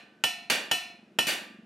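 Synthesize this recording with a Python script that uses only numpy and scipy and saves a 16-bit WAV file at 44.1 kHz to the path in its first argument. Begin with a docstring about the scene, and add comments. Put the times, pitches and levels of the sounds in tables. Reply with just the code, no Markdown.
"""A hammer planishes a large aluminium vessel with even blows, close by in a brick workshop.
Each blow cracks, pings, thuds and rings the shell's modes until a hand damps them. Farther off a second
hammer beats sheet metal at a slower pace, heard mostly through the room. A distant engine throbs,
each firing sounding its exhaust pipe, over quiet shop air with a brief faint tone."""
import sys
import numpy as np
from scipy import signal
from scipy.fft import rfft, irfft
from scipy.io import wavfile

SR = 44100
rng = np.random.default_rng(int(sys.argv[2]) if len(sys.argv) > 2 else 0)


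def generate_wav(sig):
    """Save sig (samples, or channels by samples) to the path in sys.argv[1] as 16-bit PCM at SR."""
    pcm = np.round(np.clip(np.atleast_2d(sig).T, -1, 1) * 32767).astype(np.int16)
    wavfile.write(sys.argv[1], SR, pcm)


N = 72765
TIME_S, BINS_HZ = np.arange(N) / SR, np.fft.rfftfreq(N, 1 / SR)


def undb(db):
    """Decibels to gain."""
    return 10 ** (np.asarray(db) / 20)


def at(points, hz):
    """Read (f/Hz, value) points on a log-frequency axis."""
    f, v = np.array(points, float).T
    return np.interp(np.log(np.maximum(hz, 1)), np.log(f), v)


def fade(t60_s, hold_s=0):
    """Full level for hold_s, then exponential decay."""
    return np.exp(-np.log(1000) * np.maximum(TIME_S - hold_s, 0) / t60_s)


def rise(tau_s):
    """Exponential approach to full level."""
    return 1 - np.exp(-TIME_S / tau_s)


def add(out, x, start_s):
    """Mix x into out from start_s."""
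    i = int(round(start_s * SR))
    a, b = max(i, 0), min(N, N + i)
    out[:, a:b] += x[:, a - i:b - i]


def die_away(x, t60s):
    """Each band of x decays at its own rate."""
    spectrum, centres_hz = rfft(x), [hz for hz, _ in t60s]
    return sum(irfft(spectrum * at(list(zip(centres_hz, share)), BINS_HZ), N) * fade(t60_s)
               for share, (_, t60_s) in zip(np.eye(len(t60s)), t60s))


# Stereo width of the shop: f/Hz, side over mid/dB
WIDTH = [(100, -17.5), (250, -23.5), (550, -16.5), (1100, -5), (2400, -8.5), (8000, -15), (13000, -14.5)]


def noise(colour, width_db=0):
    """Coloured stereo noise, rms 1."""
    mid, side = rfft(rng.standard_normal((2, N))) * undb(at(colour, BINS_HZ))
    side *= undb(at(WIDTH, BINS_HZ) + width_db)
    x = irfft(np.array([mid + side, mid - side]), N)
    return x / x.std()


def ring(modes, t60_scale=1, width_db=-0.5):
    """Struck modes: decaying stereo sines, t60 limited to 0.03-1.2 s."""
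    out = np.zeros((2, N))
    for (hz, db, t60_s), side_phase in zip(modes, rng.uniform(0, 2 * np.pi, len(modes))):
        t60_s = np.clip(t60_s * t60_scale, .03, 1.2)
        t = TIME_S[:int(1.2 * t60_s * SR)]
        phase = np.sqrt(hz)  # bending waves disperse
        mode = undb(db) * np.exp((2j * np.pi * hz - np.log(1000) / t60_s) * t + 1j * phase)
        side = undb(at(WIDTH, hz) + width_db) * np.exp(1j * side_phase)
        out[:, :len(t)] += np.imag([mode * (1 + side), mode * (1 - side)])
    return out * rise(tau_s=0.00021)


def clustered(colour, spread_db, spacing_hz=141.4):
    """A colour with the random peaks and valleys of a plate's clustered modes."""
    hz = np.concatenate([np.geomspace(30, 900, num=16), 1000 + spacing_hz * np.arange(140)])
    ripple_db = spread_db * np.sqrt(3) * rng.uniform(-1, 1, len(hz)) * (hz > 950)
    return np.column_stack([hz, at(colour, hz) + ripple_db])


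def weak_modes(colour, t60s, count):
    """Thin metal's many weak modes, unit total power: f/Hz, level/dB, t60/s."""
    place, size = rng.random((count, 2)).T
    hz = 1100 + 12900 * (np.arange(count) + place) / count
    db = at(colour, hz) + 12 * size
    db -= 10 * np.log10(np.sum(undb(db) ** 2) / 2)
    return np.column_stack([hz, db, at(t60s, hz)])


# Air spectrum: f/Hz, level/dB
AIR_COLOUR = [(18, -63.5), (30, -47), (127, -13.5), (204, -6), (666, -13.5), (937, -25), (1500, -20.5),
              (2680, -26), (11400, -46.5), (16000, -55)]


def air(tone_hz=1520):
    """Quiet shop air; a faint thin tone hangs in it at first."""
    tone = undb(-67.5) * np.sin(2 * np.pi * tone_hz * TIME_S) * fade(t60_s=.5, hold_s=0.23)
    return undb(-63) * noise(AIR_COLOUR) + tone


# Puff spectrum: f/Hz, level/dB
PUFF_COLOUR = [(29, -89), (50, -75), (156, -6), (217, 2), (349, 0), (386, -7), (437, -16), (1000, -41),
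               (1300, -77.5), (2200, -120)]
# Exhaust pipe resonances: f/Hz, level/dB
PIPE_MODES = [(215, 3.5), (335, -3.5)]
# Engine swell: t/s, level/dB
ENGINE_LEVEL = [(0, -64.5), (.9, -60), (1.1, -58.5), (1.6, -54.5)]


def engine(firing_hz=23.1, sync_s=1.066, puff_peak_s=.009, lowpass_hz=1000):
    """Distant engine, growing louder: each firing is a dull puff that briefly sounds the pipe."""
    cycles = (TIME_S - sync_s) * firing_hz
    firing = (cycles - np.floor(cycles[0])).astype(int)
    age_s = cycles % 1 / firing_hz
    phases = rng.uniform(0, 2 * np.pi, (firing[-1] + 1, len(PIPE_MODES)))[firing].T
    pipe = sum(undb(db) * np.sin(2 * np.pi * hz * age_s + phase)
               for (hz, db), phase in zip(PIPE_MODES, phases))
    gas = undb(-1) * noise(PUFF_COLOUR, width_db=-5)
    puffs = (pipe + gas) * (age_s * np.exp(-age_s / puff_peak_s)) ** 2
    throb = irfft(rfft(puffs) / (1 + (BINS_HZ / lowpass_hz) ** 4), N)
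    return throb / throb.std() * undb(np.interp(TIME_S, *np.array(ENGINE_LEVEL).T))


# Blows on the sheet: t/s, level/dB, slap/dB, swell/s, treble/dB
SHEET_BLOWS = [(-0.27, 1.5, 0, .004, 11.5), (0.4995, 0.5, -1, 0.00081, 1.5), (1.269, -1, -5, 0.0074, 7)]
# Sheet modes: f/Hz, level/dB, t60/s
SHEET_MODES = [(1184, -43, 0.8), (1653, -43.9, 0.79), (1781, -38.1, 0.76), (1945, -36.7, 0.51),
               (2110, -33.3, 0.37), (2314, -31.7, 0.41), (2356, -34.0, 0.37), (2428, -34.8, 0.55),
               (2698, -39.9, 0.68), (2773, -39.6, 0.66), (4304, -33.7, 0.3), (4852, -39.6, 0.35),
               (5751, -37.6, 0.3), (6358, -37.7, 0.31), (6903, -41.5, 0.34), (12478, -41, 0.22)]
# Sheet spectrum: f/Hz, level/dB
SHEET_COLOUR = [(35, -64), (60, -23.5), (238, -4.5), (437, -13), (621, -5.5), (698, -10.5), (1170, -12.5),
                (1280, -18.5), (1740, -12), (2350, -9), (3190, -9), (4320, -12), (4640, -14),
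                (12700, -25.5), (16000, -32.5)]
# Sheet decay: f/Hz, t60/s
SHEET_T60 = [(100, 0.1), (400, 0.52), (2000, 0.52), (6000, .36), (12000, 0.31)]


def far_hammer():
    """Blows on sheet metal across the shop: a slap, then dense modes that swell in the room."""
    sheet = clustered(SHEET_COLOUR, spread_db=3)
    weak = weak_modes(sheet, SHEET_T60, count=150)
    out = np.zeros((2, N))
    for start_s, db, slap_db, swell_s, treble_db in SHEET_BLOWS:
        tilt = [(4000, 0.014), (11000, treble_db)]
        colour = [(hz, level_db + at(tilt, hz)) for hz, level_db in sheet]
        slap = undb(slap_db - 20.5) * noise(colour) * fade(t60_s=0.042)
        tone = undb(-2.5) * ring(SHEET_MODES) + undb(-27.5) * ring(weak)
        room = undb(-23) * die_away(noise(colour, width_db=1), SHEET_T60)
        add(out, undb(db) * (slap + (tone + room) * rise(swell_s)), start_s)
    return out


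# Blows on the vessel: t/s, level/dB, crack/dB, thud/dB, ring/dB
VESSEL_BLOWS = [(-0.237, -2, 13.5, 11, 3), (0.238, -0.5, 2, -3.5, 0), (0.7132, -1.5, 0, -1, 1.5),
                (1.1874, -0.5, 2, 1.5, 0)]
# Contact crack, body thud and shell spectra: f/Hz, level/dB
CRACK_COLOUR = [(120, -54.5), (200, -6), (763, -10.5), (1840, -11), (2210, -8), (2860, -1), (4350, -12),
                (4950, -8), (5420, -15), (7270, -9.5), (7970, -36.5), (12200, -14), (16000, -36.5)]
THUD_COLOUR = [(40, -20), (130, -6), (350, 0.5), (700, -7), (1500, -7), (4000, -47)]
SHELL_COLOUR = [(240, -56.5), (400, -24.5), (588, -18.5), (708, -1.5), (1140, -20), (1380, -4), (1680, -14),
                (1840, -7), (2090, -14), (2930, -0.5), (3160, -6.5), (8240, -13), (16000, -21.5)]
# Modes of the struck spot and of the shell: f/Hz, level/dB, nominal t60/s
PING_MODES = [(641, -24, 0.024), (791, -22.5, 0.038), (932, -21, 0.034), (1397, -24, 0.045),
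              (1804, -28, 0.09), (2668, -20, 0.046), (2965, -25.5, 0.15), (3240, -21.5, 0.056),
              (7260, -26, .025)]
SHELL_LOW_MODES = [(695, -47.3, 1.2), (735, -43.8, 0.56), (1337, -45.7, 0.47), (1804, -35.7, 0.57),
                   (1924, -49.2, 0.67), (2258, -44.1, 0.92), (2600, -31.4, 0.43), (2684, -37.0, 0.46),
                   (2750, -42.2, 0.54), (2963, -26.0, 0.38), (3381, -35.8, 0.37), (3421, -45.1, 0.62),
                   (4162, -43.8, 1.02)]
SHELL_HIGH_MODES = [(4740, -42.5, 0.37), (5289, -47.8, 0.55), (5668, -43.7, 0.41), (5818, -45.8, 0.45),
                    (6414, -45.0, 0.34), (6636, -51.4, 0.5), (7073, -46.0, 0.38), (7729, -46.2, 0.33),
                    (8456, -39.3, 0.3), (11899, -50.5, 0.33), (12223, -51.8, 0.4)]
# Shell decay: f/Hz, t60/s
SHELL_T60 = [(300, 0.33), (800, 0.76), (2500, 0.6), (6000, 0.43), (12000, .28)]


def vessel():
    """Near blows: contact cracks and pings, the body thuds, the shell rings until gripped."""
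    shell = clustered(SHELL_COLOUR, spread_db=6.5)
    weak = weak_modes(shell, SHELL_T60, count=130)
    grip = fade(t60_s=.45, hold_s=.22)  # the hand tightens on the rim to turn the vessel
    out = np.zeros((2, N))
    for start_s, db, crack_db, thud_db, ring_db in VESSEL_BLOWS:
        crack = undb(crack_db - 22.5) * noise(CRACK_COLOUR, width_db=-2.5)
        crack *= fade(t60_s=0.017, hold_s=0.0047)
        thud = undb(thud_db - 25.5) * noise(THUD_COLOUR, width_db=11.5)
        thud *= rise(tau_s=0.011) * fade(t60_s=0.15)
        tone = ring(SHELL_LOW_MODES, t60_scale=0.99) + undb(0.5) * ring(SHELL_HIGH_MODES)
        shimmer = undb(-36) * ring(weak)
        room = undb(-30.5) * die_away(noise(shell), SHELL_T60)
        ringing = undb(ring_db) * ((tone + shimmer) * grip + room)
        add(out, undb(db) * (crack + ring(PING_MODES) + thud + ringing), start_s)
    return out


def scene(pan_db=0.9):
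    """Both hammers, slightly right, over the engine and the shop air."""
    pan = undb([[-pan_db / 2], [pan_db / 2]])
    return pan * (vessel() + far_hammer()) + engine() + air()


def record(dry, band_hz=(45, 15700), top_hz=15800):
    """Gentle band-pass, then a steep cut of the top treble."""
    x = signal.sosfilt(signal.butter(2, band_hz, "band", fs=SR, output="sos"), dry)
    return signal.sosfilt(signal.ellip(8, .2, 70, top_hz, fs=SR, output="sos"), x)


dry = scene()
out = record(dry)
generate_wav(out)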